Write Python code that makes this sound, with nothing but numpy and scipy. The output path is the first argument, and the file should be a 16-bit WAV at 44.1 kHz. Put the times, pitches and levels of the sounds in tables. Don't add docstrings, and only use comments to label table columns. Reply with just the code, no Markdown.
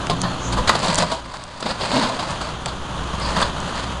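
import sys
import numpy as np
from scipy import signal
from scipy.fft import rfft, irfft
from scipy.io import wavfile

SR = 44100
rng = np.random.default_rng(int(sys.argv[2]) if len(sys.argv) > 2 else 0)


def pcm_store(signal):
    levels = np.round(np.clip(np.atleast_2d(signal), -1, 1) * 32767)
    wavfile.write(sys.argv[1], SR, levels.astype(np.int16).T)


N = 176400
TIME = np.arange(N) / SR


def amp(db):
    return 10 ** (np.asarray(db) / 20)


def rms(x):
    return np.sqrt(np.mean(x ** 2) + 1e-20)


def unit(x):
    return x / rms(x)


def curve(rows):
    return np.interp(TIME, *np.transpose(rows))


def add(mix, start, sound):
    part = mix[max(round(start * SR), 0):][:len(sound)]
    part += sound[:len(part)]


def colour(x, spectrum, size=4096):
    hz, db = np.transpose(spectrum)
    freqs = abs(np.fft.fftfreq(size, 1 / SR)) + 1
    log_gain = np.log(amp(np.interp(np.log(freqs), np.log(hz), db)))
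    response = np.exp(np.conj(signal.hilbert(log_gain)))
    taps = np.fft.ifft(response).real[:size // 2]
    return signal.oaconvolve(x, taps / np.linalg.norm(taps))[:len(x)]


def band(hz, width_hz):
    freqs = np.fft.rfftfreq(N, 1 / SR)
    attenuation = (1 + ((freqs - hz) / width_hz) ** 2) ** 2
    return unit(irfft(rfft(rng.standard_normal(N)) / attenuation, N))


def fractures(per_s, spread_db):
    size = amp(spread_db * np.minimum(rng.exponential(1, N), 4))
    return unit(size * rng.choice([-1, 1], N) * (rng.random(N) < per_s / SR))


def burst(start, rise, decay):
    t = TIME - start
    return np.clip(t / rise, 0, 1) * np.exp(-np.clip((t - rise) / decay, 0, 40))


# time in seconds, level in dB.
GUST_LEVEL = [(0, -50), (.2, -31), (.4, -40), (.6, -26), (.8, -43), (.95, -37), (1.25, -48), (2, -53),
              (2.4, -42), (2.75, -36.5), (3.1, -34), (3.4, -33), (4, -48)]
# frequency in Hz, relative density in dB.
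WIND_SPECTRUM = [(8, 8), (20, 0.5), (45, -3), (90, -4), (200, -40), (800, -51)]

def wind():
    rumble = colour(rng.standard_normal(N), WIND_SPECTRUM, size=16384)
    return unit(rumble) * amp(curve(GUST_LEVEL))


# time in seconds, firing rate in Hz.
FIRING_RATE = [(0, 59.5), (.3, 60.04), (.5, 58.03), (.69, 53.8), (.93, 57.04), (1.4, 57.77), (2.2, 58.42),
               (2.7, 61.9), (3.1, 62.3), (3.35, 60.1), (3.6, 61.94), (4, 64.13)]
# time in seconds, firing tone level in dB, overtone level in dB.
EXHAUST_LEVELS = [(0, -32, -32), (.28, -40, -27.5), (.38, -41, -34.5), (.58, -23, -28.5), (.78, -56, -41),
                  (1.1, -43, -42.5), (1.25, -42, -44), (1.6, -51, -52), (2.3, -45, -49), (2.85, -36, -38.5),
                  (3.3, -29, -39), (3.7, -37.5, -35), (4, -30.5, -41)]
# multiple of the firing rate, relative level in dB.
ENGINE_ORDERS = [(2, 0), (3, -4.5), (4, -28.5), (4.5, -6.5), (5, -18.5), (6, -9)]
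# time in seconds, level in dB.
MACHINERY_LEVEL = [(0, -27.5), (.4, -28.5), (.65, -25.5), (1.05, -30.5), (1.22, -36.5), (1.32, -40),
                   (1.56, -39.5), (1.8, -30.5), (2.3, -28.5), (2.58, -31), (2.9, -30), (3.2, -27),
                   (3.7, -27.5), (4, -29)]
# frequency in Hz, relative density in dB.
MACHINERY_SPECTRUM = [(40, -4.5), (90, -1.5), (170, 0.5), (280, -5.5), (390, -9.5), (560, -5.5), (800, -6),
                      (1150, -3.5), (1500, -9.5), (2200, -20), (3200, -12), (4300, -19.5), (5400, -27),
                      (6600, -21.5), (8000, -30.5), (10000, -30.5), (11000, -45), (12000, -52)]

def engine(waver=0.0199, flutter=0.36, throb=0.1, swell_db=1):
    firing_hz = curve(FIRING_RATE) * (1 + waver * band(0, 17.6))
    phase = 2 * np.pi * np.cumsum(firing_hz) / SR
    overtones = np.zeros(N)
    for order, db in ENGINE_ORDERS:
        gain = amp(db) * (1 + flutter * band(0, 9.8))
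        overtones += gain * np.cos(order * phase + 2 * np.pi * rng.random())
    times, firing_db, overtone_db = np.transpose(EXHAUST_LEVELS)
    exhaust = amp(np.interp(TIME, times, firing_db)) * unit(np.cos(phase))
    exhaust += amp(np.interp(TIME, times, overtone_db)) * unit(overtones)
    roar = colour(rng.standard_normal(N) * (1 + throb * np.cos(phase)), MACHINERY_SPECTRUM)
    roar_db = curve(MACHINERY_LEVEL) + swell_db * band(0, 38)
    return exhaust + amp(roar_db) * unit(roar)


# peak time in seconds, half length in seconds, centre in Hz, width in Hz,
# level in dB.
VALVE_HISSES = [(0.464, 0.037, 6540, 1100, -35.5), (0.27, 0.072, 4320, 250, -40.5),
                (.22, 0.015, 6400, 860, -37)]

def hydraulics():
    return sum(amp(db) * np.exp(-((TIME - peak) / half) ** 2 / 2) * band(hz, width)
               for peak, half, hz, width, db in VALVE_HISSES)


# start in seconds, level in dB, centre frequency in Hz.
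CLOSE_TICKS = [(.069, -22, 5150), (0.07, -15.5, 1490), (0.2168, -9, 5440), (0.792, -19, 7000),
               (0.945, -9.5, 5580), (0.956, -8, 6340), (.97, -28, 8000), (1.34, -30, 4940),
               (1.37, -23, 4200), (1.4385, -23, 6300), (2.307, -21.5, 7300), (2.659, -12, 5210),
               (2.6602, -15, 2880), (3.199, -20, 10000), (3.415, -13.5, 9000), (3.603, -21, 6520)]

def ticks(decay_s=0.00076, width_oct=0.67, size=512):
    out = np.zeros(N)
    freqs = np.fft.rfftfreq(size, 1 / SR)
    envelope = np.exp(-TIME[:size] / decay_s)
    for start, db, hz in CLOSE_TICKS:
        spectrum = 1 / (1 + (np.log2((freqs + 1) / hz) / width_oct) ** 2)
        noise = irfft(spectrum * np.exp(2j * np.pi * rng.random(len(freqs))))
        add(out, start, amp(db) * rms(envelope) * unit(envelope * noise))
    return signal.sosfilt(signal.butter(14, 9400, fs=SR, output="sos"), out)


def echo(x, gain_db=-9, t60_s=0.32, cutoff_hz=3470, reflections_per_s=1500, gap_s=.012):
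    t = TIME[:SR // 2]
    taps = rng.standard_normal(len(t)) * (rng.random(len(t)) < reflections_per_s / SR)
    taps *= amp(-60 * t / t60_s) * (t > gap_s)
    taps = signal.lfilter(*signal.butter(1, cutoff_hz, fs=SR), taps / np.linalg.norm(taps))
    return amp(gain_db) * signal.oaconvolve(x, taps)[:N]


# start, rise and decay in seconds, centre in Hz, level in dB.
SHEET_SCRAPES = [(3.212, 0.011, 0.017, 4900, -28), (3.24, .012, .025, 4700, -30)]

def scrapes(width_hz=550, chatter_db=1.5):
    rasp = sum(amp(db) * burst(start, rise, decay) * band(hz, width_hz)
               for start, rise, decay, hz, db in SHEET_SCRAPES)
    return rasp * unit(amp(chatter_db * band(0, 200)))


# start in seconds, level in dB, decay in seconds, main mode in Hz,
# second mode in Hz, its level relative to the main mode in dB.
BOARD_KNOCKS = [(.114, -16, 0.011, 1055, 520, -8), (.586, -11, 0.015, 1009, 500, -6),
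                (.695, -2, 0.007, 1081, 1232, -7), (1.026, -19, .016, 700, 996, -9),
                (1.118, -18, 0.023, 947, 653, 0), (1.966, -20, 0.017, 617, 870, -7),
                (2.096, -19, 0.01, 1036, 657, 1), (2.226, -20, .012, 873, 1396, -7),
                (2.325, -25, 0.016, 992, 704, -9), (3.209, -22, 0.007, 1128, 2100, -8),
                (3.371, -20, .014, 1020, 870, 2), (3.417, -13.5, 0.0064, 1010, 1600, 1),
                (3.4255, -10.5, 0.0038, 3440, 1710, -10)]

def knocks(rise_s=0.002):
    out, t = np.zeros(N), TIME[:SR // 4]
    for start, db, decay, hz, second_hz, second_db in BOARD_KNOCKS:
        modes = np.sin(2 * np.pi * hz * t) + amp(second_db) * np.sin(2 * np.pi * second_hz * t)
        envelope = np.minimum(t / rise_s, 1) * np.exp(-t / decay)
        add(out, start, amp(db) * envelope * modes)
    return out


# start, rise and decay in seconds, pitch in Hz, level in dB.
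DECK_BOOMS = [(0.101, .008, 0.032, 164.4, -20), (.233, 0.0073, 0.021, 185, -20.5),
              (.52, 0.037, 0.047, 188, -27.5), (.68, 0.0097, .04, 207, -31),
              (.825, 0.01, 0.031, 185.6, -24.5), (.88, 0.022, 0.0089, 166.3, -18.5),
              (0.974, 0.056, 0.039, 181, -22), (1.643, 0.0097, 0.027, 227, -27),
              (1.915, 0.05, 0.052, 249.7, -18), (3.36, 0.015, 0.031, 158.1, -23.5)]

def booms(waver_hz=15.43, noise_ratio=0.44, width_hz=67):
    out = np.zeros(N)
    for start, rise, decay, hz, db in DECK_BOOMS:
        envelope = burst(start, rise, decay)
        phase = 2 * np.pi * np.cumsum(hz + waver_hz * band(0, 59.1)) / SR
        flex = np.sin(phase) + noise_ratio * band(hz, width_hz)
        out += amp(db) * rms(envelope) * unit(envelope * flex)
    return out


# time in seconds, level in dB.
CRUSH_LEVEL = [(0, -55), (.48, -43), (.66, -43), (.72, -24.5), (.8, -29.5), (.87, -21), (.935, -27),
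               (1.02, -22.5), (1.09, -32), (1.22, -40), (1.58, -39), (1.7, -23.5), (1.77, -38.5),
               (1.84, -25.5), (1.88, -28), (1.98, -22.5), (2.14, -29), (2.33, -31.5), (2.39, -38),
               (2.45, -26.5), (2.56, -50.5), (3.15, -42), (3.25, -24.5), (3.3, -27.5), (3.39, -24.5),
               (3.46, -29), (3.52, -42), (3.8, -30), (4, -50)]
# frequency in Hz, relative gain in dB.
TIMBER_RESPONSE = [(60, -16.5), (170, 2.5), (270, -11.5), (390, -11.5), (600, 3), (780, -10), (980, 4),
                   (1300, -7), (1750, -7), (2500, -11.5), (3300, -14), (4600, -6.5), (5700, -20.5),
                   (7300, -18.5), (9200, -22.5), (10300, -35.5), (11500, -49)]

def crunch(clump_db=2.5):
    grains = fractures(per_s=3500, spread_db=3)
    clumps = amp(clump_db * band(0, 55))
    return colour(unit(grains * clumps) * amp(curve(CRUSH_LEVEL)), TIMBER_RESPONSE)


# start, rise and decay in seconds, ring frequency in Hz,
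# then the board, splinter and snap levels in dB.
BEAM_CRACKS = [(0.0979, .0006, 0.012, 696, -18.5, -15, -27.5),
               (0.231, 0.008, 0.032, 1030, -21.5, -28.5, -44),
               (0.521, 0.0063, 0.014, 970, -26.5, -22, -29.5), (0.564, 0.018, 0.02, 1040, -22, -27, -37),
               (.673, 0.0056, 0.019, 1330, -19, -15.5, -25.5),
               (0.6915, 0.0014, 0.0037, 1740, -15.5, -12, -20),
               (0.694, 0.004, 0.0045, 1480, -14.5, -17, -37),
               (.749, 0.0047, 0.012, 1140, -19.5, -20, -30.5), (.824, 0.0099, 0.01, 710, -25.5, -24, -29),
               (0.843, 0.0024, 0.01, 830, -27, -22, -32), (.859, 0.0014, 0.0055, 653, -21, -29, -31),
               (.899, .002, .008, 900, -31, -21, -32), (0.878, 0.0049, 0.013, 1040, -29, -19, -28),
               (0.974, .012, 0.0081, 1060, -25, -14.5, -19), (1.02, 0.013, 0.0092, 686, -25, -27, -41),
               (1.113, 0.0042, 0.026, 910, -29.5, -21.5, -31), (1.336, .004, 0.026, 1040, -32, -36, -43),
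               (1.604, 0.0028, 0.0057, 950, -48, -30, -32), (1.625, 0.0018, 0.011, 1020, -31, -23, -39),
               (1.659, 0.0033, 0.015, 910, -23, -24, -39), (1.702, 0.0088, 0.01, 980, -34, -21.5, -37),
               (1.797, 0.022, 0.021, 670, -30.5, -23, -39), (1.913, 0.0054, 0.016, 910, -22.5, -21, -32.5),
               (1.954, 0.015, 0.019, 568, -20, -22.5, -40), (2.026, 0.0074, 0.044, 900, -23.5, -24, -38),
               (2.187, 0.0081, 0.017, 1010, -27.5, -23.5, -36.5), (2.305, .012, .02, 1000, -37, -41, -40),
               (2.41, .004, 0.016, 900, -26, -29, -35.5), (2.659, 0.0044, 0.007, 783, -23.5, -30, -42),
               (2.674, 0.011, 0.02, 910, -32, -27.5, -40), (3.359, 0.01, 0.012, 1130, -18, -22.5, -32.5),
               (3.4145, 0.0019, 0.0056, 1140, -18, -23, -27),
               (3.422, 0.0048, 0.0073, 1070, -19.5, -17.5, -30.5)]
# multiple of its ring frequency, relative gain in dB.
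BOARD_RESPONSE = [(.08, -30), (.2, -14.5), (.38, -8.5), (.58, 4), (1, 5.5), (1.35, -5.5), (1.8, 1),
                  (2.6, -29), (5, -46)]
# frequency in Hz, relative density in dB.
SPLINTER_SPECTRUM = [(800, 6.5), (1700, -4), (2400, -3), (2900, 0), (3700, 4.5), (4800, 5.5), (5700, -7),
                     (9000, -46)]
# frequency in Hz, relative density in dB.
SNAP_SPECTRUM = [(2500, -26.5), (5000, 0), (6500, 3.5), (7800, 2), (9400, -3), (10500, -9.5), (12000, -50),
                 (16000, -79)]

def cracks(ring_width_hz=99, ring_share=0.3):
    fibres = fractures(per_s=10000, spread_db=2.6)
    boards, splinters, snaps = np.zeros((3, N))
    pole_radius = np.exp(-np.pi * ring_width_hz / SR)
    for start, rise, decay, hz, board_db, splinter_db, snap_db in BEAM_CRACKS:
        span = slice(round(start * SR), round(start * SR) + SR // 4)
        envelope = burst(start, rise, decay)[span]
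        strength = rms(envelope)
        force = strength * unit(fibres[span] * envelope)
        body = unit(colour(force, [(ratio * hz, db) for ratio, db in BOARD_RESPONSE]))
        pole = pole_radius * np.exp(2j * np.pi * hz / SR)
        ring = unit(signal.lfilter([1], [1, -pole], force).real)
        board = unit(np.sqrt(1 - ring_share) * body + np.sqrt(ring_share) * ring)
        add(boards, start, amp(board_db) * strength * board)
        add(splinters, start, amp(splinter_db) * force)
        add(snaps, start, amp(snap_db) * force)
    return boards + colour(splinters, SPLINTER_SPECTRUM) + colour(snaps, SNAP_SPECTRUM)


def scene():
    roof = cracks() + crunch() + booms() + knocks() + scrapes()
    return (roof + echo(roof) + engine() + hydraulics() + wind() + ticks())[None]


def record(dry, ceiling=.73, knee=24, edge_hz=15500):
    rolloff = signal.firwin2(255, [0, 10200, 11000, 12000, 12600, SR / 2], [1, 1, .6, .5, .01, 0], fs=SR)
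    dull = signal.oaconvolve(dry, rolloff[None], "same")
    saturated = dull / (1 + (dull / ceiling) ** knee) ** (1 / knee)
    band_limit = signal.firwin(511, edge_hz, window=("kaiser", 9), fs=SR)
    return signal.oaconvolve(saturated, band_limit[None], "same")


dry = scene()
out = record(dry)
pcm_store(out)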